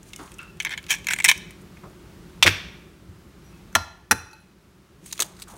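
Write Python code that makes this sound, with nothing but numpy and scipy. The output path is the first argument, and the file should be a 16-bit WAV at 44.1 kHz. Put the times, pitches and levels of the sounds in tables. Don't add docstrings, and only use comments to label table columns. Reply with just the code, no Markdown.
import sys
import numpy as np
from scipy import signal
from scipy.fft import rfft, irfft, next_fast_len
from scipy.io import wavfile
from scipy.ndimage import uniform_filter1d, map_coordinates

SR = 44100
rng = np.random.default_rng(int(sys.argv[2]) if len(sys.argv) > 2 else 0)


def gain_from_decibels(decibels):
    exponent = np.asarray(decibels, float) / 20
    return 10 ** exponent


def inscribe(sig):
    pcm = np.round(np.clip(np.atleast_2d(sig).T, -1, 1) * 32767)
    wavfile.write(sys.argv[1], SR, pcm.astype(np.int16))


N = 245637

# [f/Hz, level/dB per Hz]
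FULL_WALL = [(500, -39.5), (1100, 1.5), (2500, -4), (5000, -8), (8000, -1.5), (12000, -3), (16000, -7)]


def unit(x):
    return x / np.sqrt(np.mean(x ** 2) + 1e-20)


def along(points, hz):
    f, v = np.transpose(points)
    return np.interp(np.log(hz + 1), np.log(f + 1), v)


def wobble(rate_hz):
    knots = rng.standard_normal(int(N * rate_hz / SR) + 4)
    return map_coordinates(knots, [np.arange(N) * rate_hz / SR])


def coloured(spectrum, size):
    m = next_fast_len(size)
    gain = gain_from_decibels(along(spectrum, np.fft.rfftfreq(m, 1 / SR)))
    return unit(irfft(rfft(rng.standard_normal(m)) * gain, m)[:size])


def resonated(x, hz, width_hz):
    r = np.exp(-np.pi * width_hz / SR)
    y = signal.lfilter([1, 0, -1], [1, -2 * r * np.cos(2 * np.pi * hz / SR), r * r], x)
    return y / np.abs(y).max()


def add(out, s, x):
    part = out[round(s * SR):][:len(x)]
    part += x[:len(part)]


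def fractures(rows, shards_hz, dying_s, hollow_hz=None, spread=.1):
    events = []
    chance = rng.random((len(rows), 3))
    for (s, hollow_db, wall_db, *last), (a, b, c) in zip(rows, chance):
        pitch_hz = hollow_hz * (1 + spread * (a - .5)) if hollow_hz else last[0]
        plate_hz = last[1] if last[1:] else shards_hz[int(b * len(shards_hz))]
        plate_hz = plate_hz * (0.9698 + .06 * c)
        fade_s = dying_s * (.8 + 0.29 * c) if dying_s else last[0]
        events.append((s, hollow_db, pitch_hz, wall_db, plate_hz, fade_s))
    return events


def shell(events, wall, hollow_width_hz, wall_width_hz, snap_db, body_db,
          opening=((0, -30, 1, -40),), cup_db=-40):
    upper_hz, cup_hz, shoulder_hz = 3020, 1030, 1790
    out, t = np.zeros(N), np.arange(SR // 8) / SR
    open_s, *open_columns = np.transpose(opening)
    for s, hollow_db, hollow_hz, wall_db, wall_hz, dying_s in events:
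        upper_db, factor, shoulder_db = (np.interp(s, open_s, c) for c in open_columns)
        hollow_hz = hollow_hz * factor

        jerks = gain_from_decibels(3.6 * unit(uniform_filter1d(rng.standard_normal(len(t)), size=24)))
        rattle = jerks * gain_from_decibels(-60 * t / max(dying_s, .004))
        snap = gain_from_decibels(snap_db - 60 * t / 0.0089)
        drive = (snap + rattle) * (1 - np.exp(-t / 0.000093))
        knock = drive * rng.standard_normal(len(t))

        hollow = resonated(resonated(knock, hollow_hz, hollow_width_hz), hollow_hz, 6 * hollow_width_hz)
        hollow = hollow + gain_from_decibels(body_db) * resonated(knock, hollow_hz * rng.uniform(.5, .8), 700)
        upper = resonated(knock, upper_hz * rng.uniform(.96, 1.08), 450)
        hollow = hollow + gain_from_decibels(upper_db) * resonated(upper, upper_hz, 800)
        hollow = hollow + gain_from_decibels(cup_db) * resonated(resonated(knock, cup_hz, 350), cup_hz, 500)
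        shoulder = resonated(resonated(knock, shoulder_hz, 250), shoulder_hz, 400)
        hollow = hollow + gain_from_decibels(shoulder_db) * shoulder

        crackle = drive * gain_from_decibels(-60 * t / 0.23) * coloured(wall, len(t))
        crackle = crackle / np.abs(crackle).max() + 0.89 * resonated(crackle, wall_hz, wall_width_hz)
        crackle = crackle / np.abs(crackle).max()
        add(out, s, gain_from_decibels(hollow_db - 1.5) * hollow + gain_from_decibels(wall_db - 2) * crackle)
    return out


def tearing(count=10):
    # [start t/s, length/s, hollow peak level/dB, wall peak level/dB, place of peak 0-1]
    tears = [(.704, .045, -28, -42, .4), (.889, .044, -22, -19, .6), (.936, .03, -28, -28, .1),
             (1.107, .036, -22, -22, .15), (1.243, .025, -14, -9, 0), (1.282, .026, -13, -11, .3)]
    edge_db, scatter_db = 29.5, 1.5
    rows = []
    for s, length_s, hollow_db, wall_db, peak in tears:
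        u = (np.arange(count) + .8 * rng.random(count)) / count
        db = scatter_db * rng.standard_normal((2, count)) - edge_db * (u - peak) ** 2
        rows += zip(s + length_s * u, hollow_db + db[0], wall_db + db[1])
    return rows


def pry_shell():
    # [t/s, hollow peak level/dB, wall peak level/dB]
    tick_rows = [(.0305, -48.5, -37.5), (.1045, -45.5, -48), (.133, -28, -32), (.1615, -40, -19),
                 (.2765, -41.5, -48), (.2585, -50, -44), (.318, -38, -34), (.3405, -55.5, -35),
                 (.3845, -40, -34), (.4155, -53.5, -41.5), (.4295, -42, -38), (.5705, -53.5, -44),
                 (.6225, -30.5, -28.5), (.6295, -32, -30), (.8285, -44, -40), (.8405, -34.5, -41),
                 (.8655, -32, -37), (.8845, -38, -36), (1.0445, -33, -34), (1.2225, -26, -28),
                 (1.2345, -33, -31), (1.3235, -22.5, -31), (1.3775, -48.5, -24.5), (1.5075, -36, -31.5),
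                 (1.7705, -60, -50), (1.8995, -61, -49), (2.2965, -50, -52)]
    # [t/s, hollow peak level/dB, wall peak level/dB, dying/s, plate f/Hz]
    snap_rows = [(.601, -16, -20, .05, 6140), (.649, -12, -15, .035, 5700), (.6605, -16, -33, .06, 6200),
                 (.668, -14.5, -33, .06, 6170), (.6935, -24, -27, .07, 7900), (.7055, -27, -36, .03, 6000),
                 (.7105, -21, -32, .05, 5680), (.7185, -20, -31, .04, 5670), (.7265, -21, -28, .04, 5700),
                 (.7365, -20, -35, .045, 5700), (.7762, -20, -26, .06, 6890), (.8922, -29, -31, .04, 5220),
                 (.8985, -23, -22, .04, 5730), (.9053, -10, -10, .02, 6900), (.9092, -13, -11, .03, 6900),
                 (.9125, -13, -12, .03, 6900), (.9175, -10, -13, .03, 6200), (.923, -14, -17, .035, 5900),
                 (.9275, -17, -16, .04, 5700), (.9385, -14, -22, .03, 5700), (.9475, -24, -24, .05, 5900),
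                 (.964, -27, -36, .09, 5700), (.985, -31, -38, .09, 8000), (1.0688, -14, -15, .035, 6720),
                 (1.0857, -10, -15, .035, 5440), (1.103, -19, -23.5, .04, 5500),
                 (1.108, -12, -18, .09, 7350), (1.1255, -24, -20, .03, 4500), (1.1346, -9, -12, .025, 6700),
                 (1.162, -23, -24, .05, 8510), (1.187, -16, -21, .035, 7950), (1.2012, -13, -21, .04, 7910),
                 (1.2425, -11, -4, .04, 8100), (1.2475, -4, -3, .025, 5420), (1.2575, -9, -14.5, .05, 5500),
                 (1.2675, -17, -27, .036, 5500), (1.2815, -12, -10, .05, 8200),
                 (1.287, -1, -2.5, .035, 8970), (1.2905, -5, -5, .04, 6480), (1.296, -6, -4, .035, 5600),
                 (1.3137, -2, -8, .03, 6090)]
    # [t/s, second air mode level/dB, hollow pitch factor, larger half level/dB]
    halves = [(.6, -2, 1.07, -17), (.65, -12, .98, -9), (.74, -7, .99, -7), (.78, -3, 1.04, -10),
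              (.88, -5, 1.08, -8), (.925, -6, 1.1, -9), (.94, -9, 1.03, -11), (1.07, -12, 1.01, -12),
              (1.085, -21, .98, -13), (1.13, -15, .97, -14), (1.165, -8, 1, -11), (1.19, -18, .99, -22),
              (1.21, -24, 1, -17), (1.25, -11, .99, -12), (1.28, -5, 1.05, -12), (1.3, -3, 1.09, -10),
              (1.315, -7, 1.06, -10)]
    # [f/Hz, level/dB per Hz]
    thin_wall = [(700, -42), (1050, -18), (2700, -10), (4300, -23), (5500, -5), (9000, -5), (12000, -8),
                 (16000, -12)]
    tick_plates_hz = [7000, 9300, 6200]
    open_plates_hz = [5600, 5800, 6850, 8200]
    hollow_hz = 2170
    ticks = fractures(tick_rows, tick_plates_hz, .036, 2400, spread=.3)
    ticks = shell(ticks, thin_wall, hollow_width_hz=800, wall_width_hz=1500, snap_db=4, body_db=-12)
    cracks = fractures(snap_rows, open_plates_hz, None, hollow_hz, spread=.07)
    cracks = cracks + fractures(tearing(), open_plates_hz, .045, hollow_hz, spread=.16)
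    return ticks + shell(cracks, thin_wall, hollow_width_hz=280, wall_width_hz=500, snap_db=4, body_db=-24,
                         opening=halves, cup_db=-18)


def toss_shell():
    # [t/s, hollow peak level/dB, wall peak level/dB, hollow f/Hz]
    impacts = [(2.4258, 3, -7, 2150), (2.4285, .5, -4, 2550), (2.4325, -7, -11, 2200),
               (2.4375, -12, -10, 3500), (2.4445, -14, -16, 2090), (2.4615, -7, -18, 1600),
               (2.4655, -3.5, -9, 1880), (2.471, -1, -11, 2500), (2.4765, 0.6, -13, 1900),
               (2.4835, -11, -18, 1600), (2.4905, -14.5, -20, 2100)]
    # [f/Hz, level/dB per Hz]
    empty_wall = [(600, -31.5), (1700, -7.5), (3450, 3.5), (4500, -12), (5550, -3.5), (7500, 0),
                  (16000, -9)]
    plates_hz = [5600, 5400, 5750]
    return shell(fractures(impacts, plates_hz, .045), empty_wall, hollow_width_hz=631, wall_width_hz=640,
                 snap_db=3, body_db=-8.0)


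def tap_egg():
    # [t/s, hollow peak level/dB, wall peak level/dB, hollow f/Hz]
    crunch = [(3.7275, -46, -41, 1470), (3.7517, -3, -3, 1730), (3.7535, -12, -9, 3200),
              (3.7585, -12, -16, 1100), (3.7655, -20, -19, 1380), (4.111, -4, -3.5, 1550),
              (4.1125, -9, -7, 9900), (4.116, -9, -5, 1500), (4.1205, -13.5, -13, 870),
              (4.1275, -27, -16, 847), (4.3113, -52, -48, 5820), (4.3312, -46, -43, 4500),
              (3.7415, -42, -48, 1500)]
    plates_hz = [5939, 5600, 6050]
    return shell(fractures(crunch, plates_hz, 0.0405), FULL_WALL, hollow_width_hz=345, wall_width_hz=440,
                 snap_db=-1.8, body_db=-19)


def bowl():
    # [t/s, spot on rim 0-1, extra level before damping/dB, strength/dB]
    blows = [
        (3.752, .1, 24, 0),
        (4.111, .95, 29, -1),
        (4.311, .6, 9, -24),
        (4.331, 1, 12, -18),
    ]
    # [f/Hz, level from one spot/dB, level from the other/dB, t60/s]
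    modes = [(870, -49, -38, .4), (1390, -30, -44, .44), (2535, -62, -46, .7), (2587, -45, -42, .55),
             (4075, -38, -42, .45), (5815, -45, -52, .42), (5930, -54, -52, .4), (6600, -57, -59, .3),
             (7880, -60, -56, .3), (9950, -58, -61, .35), (10080, -62, -58, .45), (11090, -55, -53, .42),
             (12500, -60, -56, .35), (12870, -57, -55, .25)]
    out, t = np.zeros(N), np.arange(SR * 3 // 4) / SR
    for s, spot, early_db, db in blows:
        for hz, one_db, other_db, t60_s in modes:
            beat = 1 + .5 * np.sin(2 * np.pi * (rng.uniform(8, 24) * t + rng.random()))
            dying = beat * gain_from_decibels(-60 * t / t60_s) + gain_from_decibels(early_db - 60 * t / 0.039)
            gain = gain_from_decibels(db + one_db + spot * (other_db - one_db))
            drift = .012 * np.cumsum(rng.standard_normal(len(t)))
            tone = np.sin(2 * np.pi * hz * t + drift) * (1 - np.exp(-t / 0.0017))
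            add(out, s, gain * dying * tone)
    return out


def split_egg():
    # [t/s, hollow peak level/dB, wall peak level/dB, hollow f/Hz]
    cracks = [(5.0605, -52.5, -28, 1870), (5.1125, -32, -36, 3900), (5.1255, -41.5, -16, 4310),
              (5.1285, -21, -19, 3800), (5.1565, -43, -39, 1920), (5.1775, -31, -32, 3350),
              (5.193, -20.5, -15.5, 1095), (5.202, -14, -3, 3306), (5.2055, -17, -12, 3890),
              (5.2115, -31, -11, 3980), (5.2215, -11.5, -7, 3307), (5.2275, -29, -16.5, 2920),
              (5.3665, -43.5, -45.5, 3840), (5.3915, -43.5, -42.5, 3750), (5.3985, -39.5, -34, 3597),
              (5.4075, -44, -35, 4000), (5.42, -27, -27, 4040), (5.4235, -36.5, -25, 4350),
              (5.4375, -39, -40.5, 3730), (5.4815, -50.5, -37.5, 1270), (5.4985, -50.5, -39.5, 1057),
              (5.5655, -54.5, -38.5, 4390)]
    plates_hz = [6500, 6650, 8200]
    return shell(fractures(cracks, plates_hz, .038), FULL_WALL, hollow_width_hz=800, wall_width_hz=780,
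                 snap_db=-0.83, body_db=-8)


def fingers():
    # [peak t/s, level/dB, rise over 20 dB/s, fall over 20 dB/s]
    strokes = [(.07, -57, .05, .1), (.2, -52, 0.136, 0.27), (1.2, -50.5, 0.28, 0.04),
               (1.62, -58, 0.055, 0.01), (5.065, -48, 0.0418, 0.33), (5.25, -48, 0.114, 0.0471),
               (5.43, -51.5, .07, 0.0048), (5.482, -52, .012, .5)]
    # [f/Hz, level/dB per Hz]
    skin = [(800, -25), (2500, -10), (5200, -12), (6700, -5), (7800, -10), (9300, -6), (11000, -14),
            (16000, -18)]
    t = np.arange(N) / SR
    pressure = np.zeros(N)
    for s, db, rise_s, fall_s in strokes:
        pressure += gain_from_decibels(db - 20 * np.maximum((s - t) / rise_s, (t - s) / fall_s))
    return pressure * unit(gain_from_decibels(2.8 * wobble(160)) * coloured(skin, N))


def clinks():
    # [t/s, f/Hz, level/dB, t60/s]
    touches = [(.389, 1360, -42, .09), (.39, 1340, -56, .45), (.390, 2690, -29, .055),
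               (.317, 2600, -50, .08), (.317, 3250, -46, .04), (.162, 2950, -44, .05),
               (.133, 3600, -38, .03), (.133, 2150, -37, .05), (1.77, 2150, -40, .025),
               (1.77, 2450, -42, .025), (1.77, 1750, -45, .025), (4.3, 2587, -53, .12),
               (.39, 2700, -52, .45), (.389, 2570, -44, .1), (3.445, 5830, -62, .3), (3.46, 7880, -66, .2),
               (3.445, 12500, -68, .15), (3.445, 10050, -69, .15), (3.49, 4075, -68, .3),
               (3.5, 2585, -64, .2), (3.535, 2585, -54, .2), (3.54, 5830, -68, .2), (4.33, 9980, -58, .05),
               (4.311, 5850, -56, .08), (4.402, 10050, -62, .12), (5.104, 2600, -53, .04),
               (5.108, 4075, -48, .04)]
    out, t = np.zeros(N), np.arange(SR // 2) / SR
    for s, hz, db, t60_s in touches:
        waver = np.cumsum(rng.standard_normal(len(t))) * .045
        tone = np.sin(2 * np.pi * hz * t + waver) * (1 - np.exp(-t / 0.00067))
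        add(out, s, gain_from_decibels(db - 60 * t / t60_s) * tone)
    return out


def counter():
    # [t/s, peak level/dB, f/Hz, width/Hz, dying/s]
    thumps = [(.188, -31, 950, 600, 0.4), (.193, -35, 300, 80, 0.12), (.19, -45, 3500, 2000, .2),
              (.390, -39, 2300, 1500, .25), (.390, -39, 1350, 250, .35), (2.427, -8, 3450, 400, .07),
              (2.47, -28, 3500, 280, .7), (2.47, -31, 5650, 500, .55), (2.46, -30, 12000, 4000, .28),
              (1.833, -38, 1027, 330, 0.192), (1.835, -44.5, 557, 200, 0.266),
              (2.448, -17, 369, 201.7, 0.105), (2.466, -19.5, 282.5, 150.9, 0.132),
              (2.465, -30, 94.9, 25, 0.2), (2.468, -36, 150.7, 30, 0.137), (3.08, -37, 90, 30.5, .2),
              (3.8, -42, 85, 40, 0.3), (3.753, -12, 850, 400, .05), (3.765, -37, 700, 200, .4),
              (3.76, -36, 4100, 900, .2), (3.76, -33, 5300, 900, .25), (4.12, -30, 1350, 300, .3),
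              (3.755, -28.5, 214.5, 121.1, 0.092), (4.14, -38, 75, 40, 0.3),
              (4.116, -22.5, 227, 119, 0.0724), (4.112, -24.5, 436, 120, 0.075),
              (5.196, -31, 340, 200, .06), (5.217, -34, 350, 250, .05), (4.14, -41, 880, 160, .3),
              (4.3, -51, 1400, 150, .4), (3.756, -25, 1000, 400, .2), (2.47, -31, 4400, 700, .5),
              (2.47, -29, 1650, 300, .45), (4.13, -38, 420, 150, .2), (2.48, -27, 2350, 500, .8),
              (2.5, -37, 330, 100, .2), (2.49, -41, 1000, 500, .7), (5.47, -44, 1200, 400, .1),
              (5.485, -41, 850, 450, .9), (5.53, -42, 450, 400, .9), (5.385, -44, 1300, 800, .12),
              (5.23, -41, 600, 700, .6)]
    out, t = np.zeros(N), np.arange(SR // 2) / SR
    for s, db, hz, width_hz, dying_s in thumps:
        push = gain_from_decibels(-60 * t / dying_s) * (1 - np.exp(-t / 0.0021)) * rng.standard_normal(len(t))
        knock = resonated(push, hz, 1.4 * width_hz)
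        add(out, s, gain_from_decibels(db) * resonated(knock, hz, 1.4 * width_hz))
    return out


def worktop():
    # [t/s, f/Hz, level/dB, t60/s]
    booms = [(2.458, 96, -21, .33), (2.458, 122, -24, .12), (2.44, 45, -33, .5), (2.44, 62, -37, .5),
             (3.757, 90, -26, .26), (3.8, 72, -40, .5), (4.116, 82, -24, .11), (4.113, 112, -38, .4),
             (2.424, 260, -21, .05), (2.462, 175, -24, .1), (3.746, 170, -31, .08), (4.108, 215, -20, .11),
             (4.11, 440, -24, .06), (3.75, 480, -29, .05), (5.197, 320, -36, .15)]
    out, t = np.zeros(N), np.arange(SR // 2) / SR
    for s, hz, db, t60_s in booms:
        add(out, s, gain_from_decibels(db - 60 * t / t60_s) * np.sin(2 * np.pi * hz * t) * (1 - np.exp(-t / .006)))
    return out


def kitchen(x):
    # [f/Hz, t60/s]
    decay = [(100, 0.27), (1000, 0.68), (2400, 0.5715), (4000, 0.64), (6500, .5), (9000, .38), (13000, .32)]
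    out, step = np.zeros(N), SR // 4
    for start in range(0, N, step):
        hz, t, z = signal.stft(rng.standard_normal(SR * 3 // 4), SR, nperseg=256)
        fade = gain_from_decibels(-60 * t / along(decay, hz)[:, None])
        tail = signal.istft(z * fade, SR, nperseg=256)[1]
        tail = tail / np.linalg.norm(tail)
        add(out, start / SR + .006, signal.fftconvolve(x[start:start + step], tail))
    return out


def room_tone():
    # [f/Hz, level/dB per Hz]
    rumble_spectrum = [(12, -45), (22, -22), (43, -3.5), (59, 3), (81, -2.5), (140, -2), (183, 2.5),
                       (248, -10), (369, -4), (484, -18), (549, -16), (767, -30), (900, -21), (1170, -48.5),
                       (1980, -120)]
    hiss_spectrum = [(290, -34.5), (500, -12.5), (579, -8), (980, -8), (1200, -6), (1590, -8.5),
                     (1710, -9.5), (4900, -16.5), (15100, -25), (15800, -23), (16500, -45)]
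    # [t/s, gain/dB]
    gain_points = [(0, -1), (.5, 0), (2.55, 1.5), (3.05, -2), (3.3, -1.5), (3.74, 0), (3.9, -7.5),
                   (4.9, -5.5), (5.2, -3), (5.57, -3.5)]
    gain_db = np.interp(np.arange(N) / SR, *np.transpose(gain_points))
    rumble = unit(gain_from_decibels(1.2 * wobble(25) + .8 * wobble(4)) * coloured(rumble_spectrum, N))
    hiss_db = -57 + .9 * gain_db + 0.46 * wobble(8.6)
    return gain_from_decibels(-47.5 + gain_db) * rumble + gain_from_decibels(hiss_db) * coloured(hiss_spectrum, N)


def scene():
    prying, toss, taps, splitting = pry_shell(), toss_shell(), tap_egg(), split_egg()
    ring, knocks, clink = bowl(), counter(), clinks()
    wet = gain_from_decibels(-21.5) * prying + gain_from_decibels(-26.0) * splitting + gain_from_decibels(-20.5) * taps + gain_from_decibels(-16) * toss
    wet = wet + gain_from_decibels(-15.5) * knocks + gain_from_decibels(-23) * ring + gain_from_decibels(-7) * clink
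    close = prying + splitting + taps + ring + toss + knocks + worktop() + clink + fingers()
    return (close + kitchen(wet) + room_tone())[None]


def band_limit(x):
    return signal.sosfilt(signal.butter(12, 16980, fs=SR, output="sos"), x)


def record(dry):
    top_hz, cut_hz = 15800, 16980
    x = dry / (1 + np.abs(dry / .98) ** 6) ** (1 / 6)
    m = next_fast_len(N)
    hz = np.fft.rfftfreq(m, 1 / SR)
    over_hz = hz - top_hz
    top = gain_from_decibels(-24 * np.clip(over_hz / 250, 0, 1) - 12 * np.clip(over_hz / 1000, 0, 1)) * (hz < cut_hz)
    mix = irfft(rfft(x, m) * top, m)[:, :N]
    return band_limit(mix)


dry = scene()
out = record(dry)
inscribe(out)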